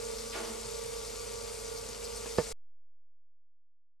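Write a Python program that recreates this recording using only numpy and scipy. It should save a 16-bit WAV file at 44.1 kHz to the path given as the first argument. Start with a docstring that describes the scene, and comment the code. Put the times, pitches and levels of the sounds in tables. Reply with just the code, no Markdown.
"""On a workbench, an electrolysis cell fizzes over a small motor's whine and mains hum.
Thousands of tiny gas bubbles burst, each a damped oscillator, and excite the cell's resonances.
A far clatter reverberates and dies away; close by, two light taps and a dull knock
excite the modes of a damped body. A comb of narrow notches makes everything slightly hollow,
faint whistles sound throughout, and at last all is cut dead with a soft thump."""
import sys
import numpy as np
from scipy import signal
from scipy.fft import rfft, irfft
from scipy.io import wavfile

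SR = 44100
rng = np.random.default_rng(int(sys.argv[2]) if len(sys.argv) > 2 else 0)


def put_to_file(sound):
    """Save the sound as 16-bit audio at rate SR, in the file named by the first command-line argument."""
    columns = np.atleast_2d(sound).T  # one column per channel
    safe = np.clip(columns, -1, 1)
    whole_steps = np.round(safe * 32767)
    wavfile.write(sys.argv[1], SR, whole_steps.astype(np.int16))


N = 176400
TIME = np.arange(N) / SR
FREQS = np.maximum(np.arange(N // 2 + 1) * SR / N, 1)
SIDES = np.array([[1], [-1]])  # left, right
ROTOR_HZ, MAINS_HZ, DRONE_HZ = 28.98, 49.83, 226.2
CLATTER_S, STOP_S = .334, 2.525

# Vigour of the fizzing: t/s, gain/dB
FIZZ_VIGOUR = [(0, -0.05), (.25, 0.59), (.6, -0.42), (.9, -0.5), (1.4, -0.78), (2.0, -1.54), (2.5, 0.59)]
# Colour of the fizz: f/Hz, gain/dB
FIZZ_SPECTRUM = [(1500, -12.5), (1800, -6.5), (2200, -3), (2700, -6), (3300, -5.5), (4000, -4), (4600, 0),
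                 (5350, -1.5), (6300, -1.5), (7200, -0.7), (8800, -1), (10000, -6), (13300, -14)]
# Resonances of the cell: f/Hz, relative level/dB, t60/s
CELL_MODES = [(3583, -5.5, 0.09), (4565, -4, .045), (4986, -4.5, 0.05), (5878, -4.5, 0.031),
              (5894, -3, 0.048), (7440, -7.5, .03), (7410, -5.5, .04), (7884, -3.5, 0.033),
              (8580, -4.5, 0.035), (9043, -6.5, 0.051)]
# Motor whine: rotor multiple (rounded for the pitch), base level/dB, left-right/dB
WHINE_PARTIALS = [(15.497, -51, -3.5), (16.27, -44.5, -6), (17, -64, -12.5), (18, -69, -5), (18.57, -67, 2),
                  (20, -60, -7), (23, -75, -4.5), (30, -66.5, 12), (32, -65, 2.5), (33, -67, -3.5),
                  (40, -65, 10.5), (49.4, -71, -1)]
# Swell of the whine: t/s, gain/dB
WHINE_ENVELOPE = [(0, 0), (.09, 3), (.27, -2.5), (.42, 0), (.63, -3), (.75, 3.5), (.9, -0.5), (1.28, -0.5),
                  (1.45, 0.5), (1.62, -1.5), (1.74, 2), (1.92, -3.5), (2.1, 1), (2.27, -2), (2.5, -3)]
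# Rush of motor and room: f/Hz, gain/dB
RUSH_SPECTRUM = [(20, -4.5), (45, 3.5), (70, 2.5), (115, 6.5), (170, -1), (240, 3.5), (290, -5.5),
                 (400, -2.5), (480, 8.5), (560, 6.5), (620, -2), (665, 2.5), (790, -3), (930, -0.14),
                 (1100, -4), (1420, -2), (1700, -10.5), (4000, -19)]
# Low drone that fades early: t/s, level/dB
DRONE_ENVELOPE = [(0, -63), (.25, -58.5), (.38, -69), (.5, -56), (.62, -65), (.8, -72), (2.5, -70)]
# Thin whistles: f/Hz, level/dB
STEADY_WHISTLES = [(4200, -67.5), (5400, -67), (5761, -69), (6750, -63)]
# Spurts of bubbles: t/s, level/dB
BUBBLE_SPURTS = [(.19, -49.5), (.475, -48), (0.978, -47.5), (1.071, -49.5), (1.60, -50.5), (1.775, -45),
                 (2.055, -47.5), (2.171, -48), (2.30, -51.5), (2.418, -49)]
# Colour of a spurt: f/Hz, gain/dB
SPURT_SPECTRUM = [(3000, -26), (4500, 0), (5100, 0), (5900, -2), (7000, -15.5)]
# Clatter heard through the room: f/Hz, gain/dB
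CLATTER_SPECTRUM = [(200, -21), (270, -18), (360, 3), (500, 3.5), (700, 1.5), (1400, -1), (2200, -5.5),
                    (3200, -2.5), (5500, -20.5)]
# Modes of the distant object: f/Hz, initial level/dB, t60/s
CLATTER_MODES = [(331.74, -48.5, 0.8), (392.2, -45, 0.795), (651.7, -49.5, 0.99), (877.5, -46.5, 0.75),
                 (1174, -51, 0.41), (1433, -49, 0.47)]
# Two light taps, then a dull knock with a faint tick just before and after:
# t/s, strength/dB, brightening/(dB per octave)
IMPACTS = [(1.887, -47.5, 4), (2.260, -37.5, 5.5), (2.383, -42, 10), (2.3852, -12.5, -.5),
           (2.391, -37.5, 8)]
# Modes of the struck body: f/Hz, gain/dB, t60/s, left-right/dB
BODY_MODES = [(135, -25, 0.055, -3), (206, -9.5, 0.026, 0), (481.34, -2.5, 0.042, -8),
              (622.7, -12, 0.059, -2.5), (915.7, -10, .024, 2), (1130, -10, 0.022, 1),
              (1770, -13, 0.02, 0.5), (2845, -14.5, 0.02, 4), (4900, -3, .012, 2)]
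# Colour of a contact's crack: f/Hz, gain/dB
CRACK_SPECTRUM = [(500, -16), (1000, -2), (2000, -5), (3200, -10), (5000, -18), (7000, -34)]
# Stereo balance: f/Hz, left-right/dB
BALANCE = [(60, -5), (110, -1), (200, -0.5), (360, -4.5), (660, -1.5), (1190, 1.5), (2170, 1), (3950, 3),
           (7190, 4.5), (13100, -0.5)]
# Likeness of the two channels: f/Hz, coherence
COHERENCE = [(60, 0.69), (130, 0.77), (250, 0.19), (500, .7), (1000, 0.19), (2500, 0.71), (6000, 0.84),
             (13000, .55)]
# Lead of the left channel: f/Hz, phase/rad
PHASE_LEAD = [(50, -0.47), (300, -2), (430, 0.8868), (470, 2), (950, 2), (1160, -0.33), (1450, 1.3768),
              (2100, 0.7164), (9000, 0.58)]


def from_db(db):
    """Amplitude grows tenfold every 20 dB."""
    return 10 ** (np.asarray(db) / 20)


def unit_rms(x):
    """Normalisation to unit mean power."""
    return x / np.sqrt(np.mean(x ** 2) + 1e-20)


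def in_time(points):
    """Linear interpolation of (t/s, value) points."""
    return np.interp(TIME, *np.transpose(points))


def at_hz(points, hz):
    """Interpolation of (f/Hz, value) points on a log-frequency axis."""
    f, value = np.transpose(points)
    return np.interp(np.log(hz), np.log(f), value)


def panned(db):
    """A level difference, shared between left and right gains."""
    return from_db(SIDES * db / 2)


def drift(rate_hz):
    """Low-passed noise gives a slow random fluctuation of unit rms."""
    step, settle = 40, 2000
    pole = np.exp(-2 * np.pi * rate_hz * step / SR)
    noise = rng.standard_normal(N // step + settle + 2)
    slow = signal.lfilter([1], [1, -2 * pole, pole * pole], noise)[settle:]
    return np.interp(np.arange(N) / step, np.arange(len(slow)), unit_rms(slow))


def ring(clicks, hz, t60):
    """A damped oscillator answers each impulse with a decaying sine."""
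    r, w = from_db(-60 / (t60 * SR)), 2 * np.pi * hz / SR
    return signal.lfilter([0, np.sin(w)], [1, -2 * r * np.cos(w), r * r], clicks + 1e-18)


def clicks_at(times, gains):
    """Ideal impulses at the given times."""
    out = np.zeros(N)
    out[(np.asarray(times) * SR).astype(int)] = gains
    return out


def in_stereo(pair, spectrum):
    """Partial coherence: two independent signals, coloured and mixed as mid and side to unit rms."""
    mid, side = rfft(pair) * from_db(at_hz(spectrum, FREQS))
    coherence = at_hz(COHERENCE, FREQS)
    both = np.sqrt(1 + coherence) * mid + SIDES * np.sqrt(1 - coherence) * side
    phase_shift = np.exp(.5j * SIDES * at_hz(PHASE_LEAD, FREQS))
    return unit_rms(irfft(both * panned(at_hz(BALANCE, FREQS)) * phase_shift, N))


def noise_bands(low_hz, count):
    """Band-pass filtering yields half octaves of two-channel noise as (centre/Hz, band)."""
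    for k in range(count):
        edges = low_hz * 2 ** (np.array([k, k + 1]) / 2)
        sos = signal.butter(2, np.minimum(edges, SR / 2 - 10), "band", fs=SR, output="sos")
        yield np.sqrt(edges.prod()), signal.sosfilt(sos, rng.standard_normal((2, N)))


def tone(hz, db):
    """A sine of given rms level; phase is the integral of frequency."""
    return np.sqrt(2) * from_db(db) * np.sin(2 * np.pi * np.cumsum(hz * np.ones(N)) / SR)


def bubble_hiss(level_db=-49, flicker_db=1.0):
    """Incoherent addition: the finest bubbles merge into a hiss whose bands flicker a little."""
    bands = sum(band * from_db(flicker_db * drift(10)) for _, band in noise_bands(1000, count=8))
    return from_db(level_db) * in_stereo(bands, FIZZ_SPECTRUM)


def bubble_bursts(level_db=-49, base_per_s=2100, clump_db=4, spread_db=3, t60_cycles=10, pitches=28):
    """Damped oscillation: bubbles burst in loose clumps, each ringing briefly at its own pitch."""
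    out = np.zeros((2, N))
    for hz in np.geomspace(2200, 12500, pitches):
        bursts = rng.random((2, N)) < base_per_s / pitches * from_db(clump_db * drift(16)) / SR
        sizes = from_db(spread_db * np.minimum(rng.exponential(1, (2, N)), 5))
        signs = np.sign(rng.random((2, N)) - .5)
        treble_tilt = hz * from_db(-2.5 * np.log2(hz))
        out += treble_tilt * ring(bursts * sizes * signs, hz, t60_cycles / hz)
    return from_db(level_db) * in_stereo(out, FIZZ_SPECTRUM)


def cell_ring(level_db=-55, strikes_per_s=220, spread_db=7.5):
    """Random excitation: bubbles bursting at the wall keep the cell's modes ringing."""
    out = 0
    for hz, db, t60 in CELL_MODES:
        strikes = (rng.random(N) < strikes_per_s / SR) * from_db(spread_db * rng.standard_normal(N))
        out += from_db(db) * unit_rms(ring(strikes, hz, t60)) * panned(at_hz(BALANCE, hz))
    return from_db(level_db) * unit_rms(out)


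def motor(rush_db=-49, speed_wander=.0016):
    """Periodic rotation sounds harmonics of a slightly wandering rotor speed, over a soft rush."""
    turns = np.cumsum(ROTOR_HZ * (1 + speed_wander * drift(3.2))) / SR
    swell_db = in_time(WHINE_ENVELOPE)
    out = from_db(rush_db) * in_stereo(rng.standard_normal((2, N)), RUSH_SPECTRUM)
    for multiple, db, pan_db in WHINE_PARTIALS:
        unsteadiness = multiple / 20  # higher partials waver more
        phase = 2 * np.pi * round(multiple) * turns + unsteadiness * .1 * drift(12)
        lead = SIDES / 2 * at_hz(PHASE_LEAD, multiple * ROTOR_HZ)
        waver_db = unsteadiness * (1.1539 * drift(5) + .43 * drift(28))
        out += np.sqrt(2) * from_db(db + swell_db + waver_db) * panned(pan_db) * np.sin(phase + lead)
    return out


def hum(mains_db=-55, wander_hz=4, waver_db=3):
    """Superposition of steady mains hum and a low drone modulated in pitch and level."""
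    drone = tone(DRONE_HZ + wander_hz * drift(12), in_time(DRONE_ENVELOPE) + waver_db * drift(13))
    return tone(MAINS_HZ, mains_db) + drone


def bubble_spurts(bursts_per_s=3000, width_s=.014):
    """Shot noise in Gaussian swells: now and then a raft of bubbles bursts at once."""
    envelope = sum(from_db(db) * np.exp(-.5 * ((TIME - s) / width_s) ** 2) for s, db in BUBBLE_SPURTS)
    clicks = (rng.random((2, N)) < bursts_per_s / SR) * rng.standard_normal((2, N))
    return envelope * in_stereo(clicks, SPURT_SPECTRUM)


def far_clatter(level_db=-40, rise_s=.011, lag_s_per_octave=.0094, width=.6344):
    """Reverberation blurs a blow across the room; the lows arrive later and last longer."""
    out, power = 0, 0
    for hz, band in noise_bands(191, count=10):
        age = np.maximum(TIME - CLATTER_S + lag_s_per_octave * np.log2(hz / 1000), 0)
        t60 = .89 * (1000 / hz) ** .086
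        envelope = np.minimum(age / rise_s, 1) * from_db(-60 * np.maximum(age - rise_s, 0) / t60)
        mid, side = band * from_db(at_hz(CLATTER_SPECTRUM, hz))
        out += envelope * (mid + width * side * SIDES)
        power += mid.var() + width ** 2 * side.var()
    return from_db(level_db) * out / np.sqrt(power)


def clatter_ring(delay_s=.02):
    """Free vibration: the distant object rings on in its modes."""
    return sum(ring(clicks_at(CLATTER_S + delay_s, from_db(db)), hz, t60)
               for hz, db, t60 in CLATTER_MODES)


def knocks(pivot_hz=450, contact_hz=1350, lowest_hz=80):
    """Impacts excite one heavily damped body; the soft contact acts as a low-pass filter."""
    times, strength_db, brightening = np.transpose(IMPACTS)
    out = 0
    for hz, mode_db, t60, pan_db in BODY_MODES:
        gains = from_db(strength_db + mode_db + brightening * np.log2(hz / pivot_hz))
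        out += panned(pan_db) * ring(clicks_at(times, -gains), hz, t60)
    softened = signal.sosfilt(signal.butter(2, contact_hz, fs=SR, output="sos"), out)
    return signal.sosfilt(signal.butter(2, lowest_hz, "high", fs=SR, output="sos"), softened)


def contact_cracks(relative_db=-20.5, decay_s=.0063):
    """A brief transient is broadband: each contact gives a few milliseconds of noise."""
    envelope = sum(from_db(db + relative_db) * (TIME >= s) * np.exp(-np.maximum(TIME - s, 0) / decay_s)
                   for s, db, _ in IMPACTS)
    return envelope * in_stereo(rng.standard_normal((2, N)), CRACK_SPECTRUM)


def scene():
    """Linear superposition of the fizzing cell, motor, hum, clatter and knocks."""
    vigour = from_db(in_time(FIZZ_VIGOUR))
    fizz = vigour * (bubble_hiss() + bubble_bursts() + cell_ring()) + bubble_spurts()
    return fizz + motor() + hum() + far_clatter() + clatter_ring() + knocks() + contact_cracks()


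def record(dry):
    """A comb of narrow notches hollows the sound; faint whistles, a sudden stop and a steep top cut follow."""
    spacing_hz, feedback, depth = 149.8, .6426, .93
    fade_s, thump_db, thump_decay_s, cutoff_hz = .0016, -40, .817, 13450
    delay = np.exp(-2j * np.pi * FREQS / spacing_hz)
    comb = 1 - depth * (1 - feedback) * delay / (1 - feedback * delay)
    sound = irfft(rfft(dry) * comb, N) + sum(tone(hz, db) for hz, db in STEADY_WHISTLES)
    since_stop = np.maximum(TIME - STOP_S, 0)
    gate = np.exp(-since_stop / fade_s)
    thump = (1 - gate) * from_db(thump_db) * np.exp(-since_stop / thump_decay_s)  # a relaxing step
    top_cut = signal.ellip(12, .1, 90, cutoff_hz, fs=SR, output="sos")
    return signal.sosfilt(top_cut, sound * gate + thump)


dry = scene()
out = record(dry)
put_to_file(out)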